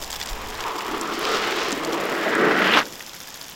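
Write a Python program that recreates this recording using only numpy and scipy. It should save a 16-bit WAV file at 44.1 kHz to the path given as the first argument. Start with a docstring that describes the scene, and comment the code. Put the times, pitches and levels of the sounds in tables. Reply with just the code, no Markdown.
"""A ski jumper runs down a snowless inrun toward the listener and lifts off at 2.8 s.
Grainy noise rings the skis, rumbles, whirrs and hisses; noise swells scrape the edges; short bursts jolt.
A dull noise tail answers from the hill. Bursts of coloured noise drip and patter off the takeoff table,
some with a ringing pitch, and a slowly varying breeze brushes the microphone."""
import sys
import numpy as np
from scipy import signal
from scipy.fft import rfft, irfft
from scipy.io import wavfile
from scipy.ndimage import uniform_filter1d

SR = 44100
rng = np.random.default_rng(int(sys.argv[2]) if len(sys.argv) > 2 else 0)


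def store_pcm(level_fs):
    """Save levels as 16-bit WAV."""
    pcm = np.round(np.clip(level_fs, -1, 1) * 32767).astype(np.int16)
    wavfile.write(sys.argv[1], SR, np.atleast_2d(pcm).T)


N = 156555
T = np.arange(N) / SR  # time [s]

# Table levels are mixed on with the *_DB trims; spectra give only relative colour.
# Run down the track: (time [s], rumble level [dB], whirr level [dB], hiss level [dB])
RUN_LEVELS = [(0.0, -42, -45, -50), (0.2, -49.5, -45.5, -41.5), (0.44, -40.5, -35.5, -40.5),
              (0.6, -55, -40.5, -38.5), (0.66, -49, -31, -36), (0.79, -40, -29.5, -38.5),
              (0.92, -36.5, -31, -35.5), (1.19, -33, -31.5, -34.5), (1.34, -27.5, -26, -29),
              (1.46, -34.5, -30, -27), (1.65, -32.5, -31.5, -32), (1.78, -31, -35, -32.5),
              (1.9, -26.5, -28, -34), (2.11, -25, -30.5, -32), (2.28, -24.5, -29.5, -32.5),
              (2.48, -19, -21.5, -30.5), (2.65, -23, -25, -26), (2.76, -21, -22.5, -22.5),
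              (2.79, -25.5, -20.5, -17.5)]
LIFT_S, LIFT_DB_PER_S = 2.789, 460  # the skis leave the track
RUMBLE_DB, BOOM_DB, WHIRR_DB, HISS_DB = -4, -10, -1.24, 1.6
# Colour of the ski rumble: (frequency [Hz], density [dB per Hz])
RUMBLE_COLOUR = [(50, -45.5), (90, -53), (135, -13.5), (220, -6), (310, -3), (490, 0.5), (600, -2.5),
                 (750, -7), (1000, -11.5), (2000, -43), (6000, -88)]
# Colour of the sliding hiss: (frequency [Hz], density [dB per Hz])
HISS_COLOUR = [(300, -19), (700, 0.5), (1200, -2), (1800, 0.5), (2300, -2.5), (3200, -4.5), (4000, -10.5),
               (5200, -14.5), (8000, -32.5), (14000, -37)]
BOOM_HZ, BOOM_WIDTH_HZ, BOOM_RISE_DB_PER_S = 240, 103, 32
# Resonance of the skis on the track: (time [s], centre before wander [Hz], level [dB])
SKI_RESONANCE = [(0, 430, -53), (.5, 430, -41), (.76, 430, -33.5), (.83, 415, -38), (.9, 375, -30.5),
                 (1.2, 405, -31.5), (1.34, 445, -24), (1.42, 425, -29), (1.6, 405, -28), (1.8, 365, -33.5),
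                 (1.88, 385, -24), (1.98, 415, -29.5), (2.17, 380, -29.5), (2.47, 395, -21),
                 (2.62, 380, -26.5), (2.69, 360, -22.5), (2.8, 340, -35.5)]
DRONE_WIDTH_HZ, DRONE_DB, DRONE_WANDER = 122, -2.5, 0.0348  # wander is a share of the pitch
# Whirr of the track: (time [s], centre [Hz])
WHIRR_CENTRE = [(0, 923), (.75, 1052), (1.1, 1206), (1.45, 1303), (1.9, 1033), (2.15, 1217), (2.7, 1382),
                (2.8, 1215)]
WHIRR_WIDTH_HZ = 340
WHIRR_FADE_DB_PER_S = 1.5  # the whirr sinks into the hiss as the skis near
# Edge scrapes: (peak time [s], rise [s], fall [s], level [dB], centre [Hz], width [Hz])
EDGE_SCRAPES = [(1.34, 0.19, 0.12, -31, 4130, 3900), (1.47, 0.042, 0.25, -33.5, 2500, 1980),
                (1.6, 0.15, 0.13, -34.5, 4600, 3350), (2.6, 0.46, 0.3, -24, 1740, 745),
                (2.75, 0.1, 0.019, -24.5, 2860, 840), (2.77, 0.19, 0.12, -51, 4300, 2637)]
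# Air dulling the scrapes and jolts: (frequency [Hz], relative level [dB])
AIR_DULLING = [(1000, 28), (7000, 15.5), (9500, 13), (16000, -5)]
GRAINS_PER_S = 5000
CHATTER_HZ, CHATTER_DB = 70.4, 1  # shared by all the sliding sounds
FLUTTER_HZ, FLUTTER_DB = 39.9, 0.93  # each contact grips and slips on its own
# Jolts of the skis over the track: (time [s], level [dB], centre [Hz], width [Hz], decay [s])
SKI_JOLTS = [(1.723, -24.5, 303.4, 162, 0.034), (1.865, -32, 353, 220, 0.031),
             (2.255, -21.5, 560, 400, 0.028), (2.39, -29, 262.4, 110, 0.075),
             (2.615, -14.5, 1776, 1770, 0.008), (2.641, -22, 2300, 2400, .008),
             (2.665, -15, 1400, 1900, 0.0063), (2.686, -24, 1900, 2200, 0.0062),
             (2.719, -17, 2600, 1500, 0.0026), (2.734, -16.5, 2810, 1570, 0.016),
             (2.755, -22.5, 2350, 2380, 0.0068), (2.767, -15.5, 1480, 2190, 0.011),
             (2.788, -21.5, 3930, 3400, 0.0055), (2.809, -19.5, 1580, 704, 0.0068)]
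JOLT_ATTACK_S = 0.0043
HILL_T60_S, HILL_DAMP_HZ, HILL_DB = 0.61, 360, -22

# Colour of the open-air hush: (frequency [Hz], density [dB per Hz])
AIR_COLOUR = [(30, -38), (70, -9), (160, 1), (400, -2.5), (950, 0), (1500, -6), (2700, -4), (3500, -3.5),
              (4200, -9.5), (5200, -4.5), (7200, -8.5), (8200, -14), (10000, -19), (14000, -18)]
AIR_DB = -42
# Wind on the microphone: (time [s], level before gusting [dB])
WIND_LEVELS = [(0, -42), (.5, -38), (.8, -49.5), (1.3, -52), (1.9, -54), (2.15, -58), (3.55, -61)]
# Colour of that wind: (frequency [Hz], density [dB per Hz])
WIND_SPECTRUM = [(10, 0), (25, -8.5), (50, -3.5), (80, -11.5), (170, -18), (400, -20), (1500, -76),
                 (8000, -90)]
BUFFET_S, BUFFET_HZ, BUFFET_LENGTH_S, BUFFET_DB = .326, 33.6, 0.017, -22.5

# Colour of small splashes and drip spray: (frequency [Hz], density [dB per Hz])
SPLASH_COLOUR = [(200, -31), (700, 4), (1700, -0.5), (2600, -2), (3500, 6), (4100, -2.5), (5200, 4),
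                 (6300, -3.5), (7200, 3), (8300, -6.5), (10000, -11.5), (11200, -4.5), (12200, -17),
                 (13200, -2.5), (16000, -11)]
# Spatter on concrete: (time [s], level [dB])
SPATTER_LEVELS = [(0, -36.5), (.25, -37.5), (.45, -43), (1.8, -40), (2.4, -45.5), (2.9, -58), (3.55, -57)]
SPLASHES_PER_S, SPLASH_SPREAD_DB, SPLASH_DECAY_S = 160, 4.5, 0.003
TICKS_PER_S, TICK_HZ, TICK_WIDTH_HZ, TICK_DB = 83, 13100, 9800, -56  # finest droplets
# drops on wet ground
PLOPS_PER_S, PLOP_HZ, PLOP_WIDTH_HZ, PLOP_DECAY_S, PLOP_DB = 51, 1700, 500, 0.0053, -58
# Loud drips: (time [s], level before trim [dB], centre [Hz])
LOUD_DRIPS = [(0.025, -33, 6100), (0.044, -16, 5500), (0.106, -16.5, 7000), (0.116, -15, 6000),
              (.128, -14.5, 4000), (0.157, -18, 5200), (.213, -15.5, 5540), (.228, -13, 4370),
              (0.261, -18, 6400), (.273, -15, 4800), (.289, -16, 4470), (.552, -18.5, 4600),
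              (0.605, -10.5, 3700), (0.609, -16, 5260), (0.639, -11, 2120), (0.791, -16.5, 4700),
              (0.807, -12, 2150), (.912, -37, 7500), (1.012, -10.5, 6900), (1.192, -18.5, 11980),
              (1.252, -7.5, 3470), (1.719, -12.5, 6660), (1.726, -9.5, 5500), (1.848, -10.5, 5370),
              (1.931, -13, 4844), (2.054, -21.5, 9900), (2.352, -16.5, 7300), (3.414, -18, 4070)]
DRIP_ATTACK_S, DRIP_DECAY_S, DRIP_DB, DRIP_SPRAY_DB = 0.00011, 0.0017, -9.5, -8.5
DRIP_WIDTH = 0.54  # share of the centre
# Drips that ring briefly in a puddle: (time [s], level before envelope [dB], pitch [Hz])
PUDDLE_DRIPS = [(0.213, -19.5, 3510), (0.213, -25, 1970), (3.0063, -27, 1870)]
PLINK_ATTACK_S, PLINK_DECAY_S, PLINK_SPLASH_DB = 0.0012, 0.0024, -3.5
# One round of the patter: (time into the round [s], relative level [dB], centre [Hz])
PATTER_ROUND = [(0, -4.5, 5400), (.0088, -11, 4440), (0.01, -9.5, 1775), (.015, -9, 13300),
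                (.0198, -15, 5030), (0.0259, -13, 6000), (.0305, -7, 5000), (.04, -12.5, 2606),
                (0.051, -15, 6000), (0.0538, -18, 13000)]
PATTER_FROM_S, PATTER_PERIOD_S = 2.5758, .0697
# Colour of the patter's spray: (frequency [Hz], density [dB per Hz])
PATTER_SPRAY_COLOUR = [(200, -2), (700, -1), (1700, 6), (2600, -8), (3500, 8.5), (4100, -12), (5200, 3.5),
                       (6300, 0), (7200, 1), (8300, -22), (10000, -7), (11200, -3), (12200, -4), (13200, 1),
                       (16000, -24)]
PATTER_DB, PATTER_SPRAY_DB, PATTER_DECAY_S = -50, -1, 0.0024
PATTER_WIDTH = 0.63  # share of the centre
TOP_HZ = 16000


def undb(db):
    """Decibels to gain."""
    return 10 ** (np.asarray(db) / 20)


def unit(x):
    """Scale to rms 1."""
    return x / np.sqrt(np.mean(x ** 2) + 1e-18)


def curve(rows, order=1):
    """One column of a table, joined by straight lines in time."""
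    rows = np.array(rows, float)
    return np.interp(T, rows[:, 0], rows[:, order])


def noise():
    """White noise of rms about 1."""
    return rng.standard_normal(N)


def colour(x, points, size=4096):
    """Causal minimum-phase filter through (Hz, dB) points that keeps the power of white noise."""
    p = np.array(points, float)
    hz = np.arange(size // 2 + 1) * SR / size
    gain_db = np.interp(np.log(hz + 1e-9), np.log(p[:, 0]), p[:, 1])
    cepstrum = irfft(np.log(undb(gain_db)))
    # folding the cepstrum forward in time makes the filter causal
    cepstrum[1:size // 2] *= 2
    cepstrum[size // 2 + 1:] = 0
    response = irfft(np.exp(rfft(cepstrum)))
    return signal.oaconvolve(x, response / np.linalg.norm(response))[:len(x)]


def ring(x, hz, width):
    """A band-pass resonance, at rms 1."""
    top = hz + width / 2
    edges = np.clip([hz ** 2 / top, top], 20, .45 * SR)
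    return unit(signal.sosfilt(signal.butter(2, edges, "band", fs=SR, output="sos"), x))


def walk(rate):
    """Smooth random wander of rms 1, with about `rate` fresh values a second."""
    k = max(int(SR / rate), 2)
    steps = noise()[np.arange(N) // k]
    return unit(uniform_filter1d(steps, k))


def moving_band(hz, width):
    """A band of rubbing noise whose centre moves: slow noise on a gliding carrier."""
    slope = [(1, 0), (width / 2, -3), (width, -12), (2 * width, -26), (10 * width, -80)]
    a, b = colour(noise(), slope), colour(noise(), slope)
    phase = 2 * np.pi * np.cumsum(hz) / SR
    return unit(a * np.cos(phase) + b * np.sin(phase))


def strike(at, attack_s, decay_s):
    """Envelope of a blow: a quick rise, then an exponential fall."""
    t = T - at
    return np.clip(t / attack_s, 0, 1) * np.exp(-np.maximum(t - attack_s, 0) / decay_s)


def splash(hits, decay_s):
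    """Each hit lets off a burst of spray that dies within milliseconds."""
    power = signal.lfilter([1], [1, -np.exp(-2 / (decay_s * SR))], hits ** 2 + 1e-18)
    return np.sqrt(power) * noise()


def drops(per_s, decay_s):
    """Drops of mixed size that fall at random."""
    sizes = undb(SPLASH_SPREAD_DB * np.clip(noise(), -2, 2))
    return splash(sizes * (rng.random(N) < per_s / SR), decay_s)


def grains():
    """Dense tiny impacts of the ski bases on the track."""
    return unit(noise() * (rng.random(N) < GRAINS_PER_S / SR))


def flutter():
    """Uneven grip of one rubbing contact."""
    return undb(FLUTTER_DB * walk(FLUTTER_HZ))


def ski_body():
    """Track grain shakes the skis and table: a wandering resonance, a rising boom and a rumble."""
    centre = curve(SKI_RESONANCE) * (1 + DRONE_WANDER * walk(15))
    drone = undb(DRONE_DB + curve(SKI_RESONANCE, order=2)) * moving_band(centre, DRONE_WIDTH_HZ)
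    boom_gain = undb(BOOM_DB + BOOM_RISE_DB_PER_S * (T - LIFT_S))
    boom = boom_gain * ring(grains(), BOOM_HZ, BOOM_WIDTH_HZ)
    rumble = undb(RUMBLE_DB) * colour(grains(), RUMBLE_COLOUR)
    return drone + undb(curve(RUN_LEVELS, order=1)) * (boom + rumble)


def track_whirr():
    """The track rubs the skis into a noise band with a moving centre."""
    level = WHIRR_DB + curve(RUN_LEVELS, order=2) - WHIRR_FADE_DB_PER_S * (T - 1.0)
    return undb(level) * moving_band(curve(WHIRR_CENTRE), WHIRR_WIDTH_HZ)


def sliding_hiss():
    """Fine track grain hisses under the ski bases."""
    return undb(HISS_DB + curve(RUN_LEVELS, order=3)) * colour(grains(), HISS_COLOUR)


def edge_scrapes():
    """The edges rub in swells of grainy noise, in the curve and at the lip."""
    out = np.zeros(N)
    for at, rise, fall, db, centre, width in EDGE_SCRAPES:
        swell = np.exp(-((T - at) / np.where(T < at, rise, fall)) ** 2)
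        out += undb(db) * swell * ring(colour(grains(), AIR_DULLING), centre, width)
    return out


def skis():
    """All the sliding sounds share one chatter, and their contact ends at the lip."""
    lift_db = LIFT_DB_PER_S * np.maximum(T - LIFT_S, 0)
    contact = undb(CHATTER_DB * walk(CHATTER_HZ) - lift_db)
    rubbing = track_whirr() * flutter() + sliding_hiss() * flutter() + edge_scrapes() * flutter()
    return (ski_body() + rubbing) * contact


def hillside(x):
    """A dull, short echo from the slope and the trees: a decaying, low-passed noise tail."""
    tail = noise() * undb(-60 * T / HILL_T60_S)
    tail = signal.sosfilt(signal.butter(2, HILL_DAMP_HZ, fs=SR, output="sos"), tail)
    return undb(HILL_DB) * signal.fftconvolve(x, tail / np.linalg.norm(tail))[:N]


def breeze():
    """Open-air hush, low wind on the microphone and one soft buffet."""
    air = undb(AIR_DB + 0.077 * walk(8.5)) * colour(noise(), AIR_COLOUR)
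    wind = undb(curve(WIND_LEVELS) + 2 * walk(11.0)) * colour(noise(), WIND_SPECTRUM)
    t = T - BUFFET_S
    buffet = np.exp(-(t / BUFFET_LENGTH_S) ** 2) * np.sin(2 * np.pi * BUFFET_HZ * t)
    return air + wind + undb(BUFFET_DB) * buffet


def splashing():
    """Spatter on concrete, the finest droplets as bright ticks, and duller plops on wet ground."""
    spatter = unit(colour(drops(SPLASHES_PER_S, SPLASH_DECAY_S), SPLASH_COLOUR))
    ticks = ring(drops(TICKS_PER_S, SPLASH_DECAY_S), TICK_HZ, TICK_WIDTH_HZ)
    plops = ring(drops(PLOPS_PER_S, PLOP_DECAY_S), PLOP_HZ, PLOP_WIDTH_HZ)
    return undb(curve(SPATTER_LEVELS)) * spatter + undb(TICK_DB) * ticks + undb(PLOP_DB) * plops


def drips(size=2048):
    """Big drops slap the concrete, each a short burst with its own brightness and a little spray."""
    out, t = np.zeros(N + size), T[:size]
    fall = np.exp(-np.maximum(t - DRIP_ATTACK_S, 0) / DRIP_DECAY_S)
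    burst = np.minimum(t / DRIP_ATTACK_S, 1) * fall
    burst_rms = np.sqrt(np.mean(burst ** 2))
    for at, db, hz in LOUD_DRIPS:
        slap = ring(burst * rng.standard_normal(size), hz, DRIP_WIDTH * hz)
        spray = unit(colour(burst * rng.standard_normal(size), SPLASH_COLOUR))
        i = int(at * SR)
        out[i:i + size] += undb(db + DRIP_DB) * (slap + undb(DRIP_SPRAY_DB) * spray) * burst_rms
    return out[:N]


def plinks():
    """A drop into standing water rings for a few cycles, with a small splash around its pitch."""
    out = np.zeros(N)
    for at, db, hz in PUDDLE_DRIPS:
        tone = np.sin(2 * np.pi * hz * (T - at))
        spray = undb(PLINK_SPLASH_DB) * ring(noise(), hz, hz)
        out += undb(db) * strike(at, PLINK_ATTACK_S, PLINK_DECAY_S) * (tone + spray)
    return out


def jolts():
    """The skis thud through the curve and clatter over the last metres before the lip."""
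    grit = colour(grains(), AIR_DULLING)
    out = np.zeros(N)
    for at, db, hz, width, decay in SKI_JOLTS:
        out += undb(db) * strike(at, JOLT_ATTACK_S, decay) * ring(grit, hz, width)
    return out


def patter():
    """A trickle breaks into the same run of drops some fourteen times a second, each with its brightness."""
    out = np.zeros(N)
    for lag, db, hz in PATTER_ROUND:
        hits = np.zeros(N)
        times = np.arange(PATTER_FROM_S + lag, (N - 1) / SR, PATTER_PERIOD_S)
        starts = (times * SR).astype(int)
        hits[starts] = undb(rng.standard_normal(len(starts)))  # sizes spread by 1 dB
        slap = ring(splash(hits, PATTER_DECAY_S), hz, PATTER_WIDTH * hz)
        spray = unit(colour(splash(hits, PATTER_DECAY_S), PATTER_SPRAY_COLOUR))
        out += undb(db) * (slap + undb(PATTER_SPRAY_DB) * spray)
    return undb(PATTER_DB) * out


def scene():
    """The jumper with the hill's echo, the water and the breeze."""
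    jumper = skis() + jolts()
    water = splashing() + drips() + plinks() + patter()
    return (jumper + hillside(jumper) + breeze() + water)[None]


def record(dry):
    """The recorder cuts the top with a steep low-pass."""
    return signal.sosfilt(signal.ellip(10, .2, 80, TOP_HZ, fs=SR, output="sos"), dry)


dry = scene()
out = record(dry)
store_pcm(out)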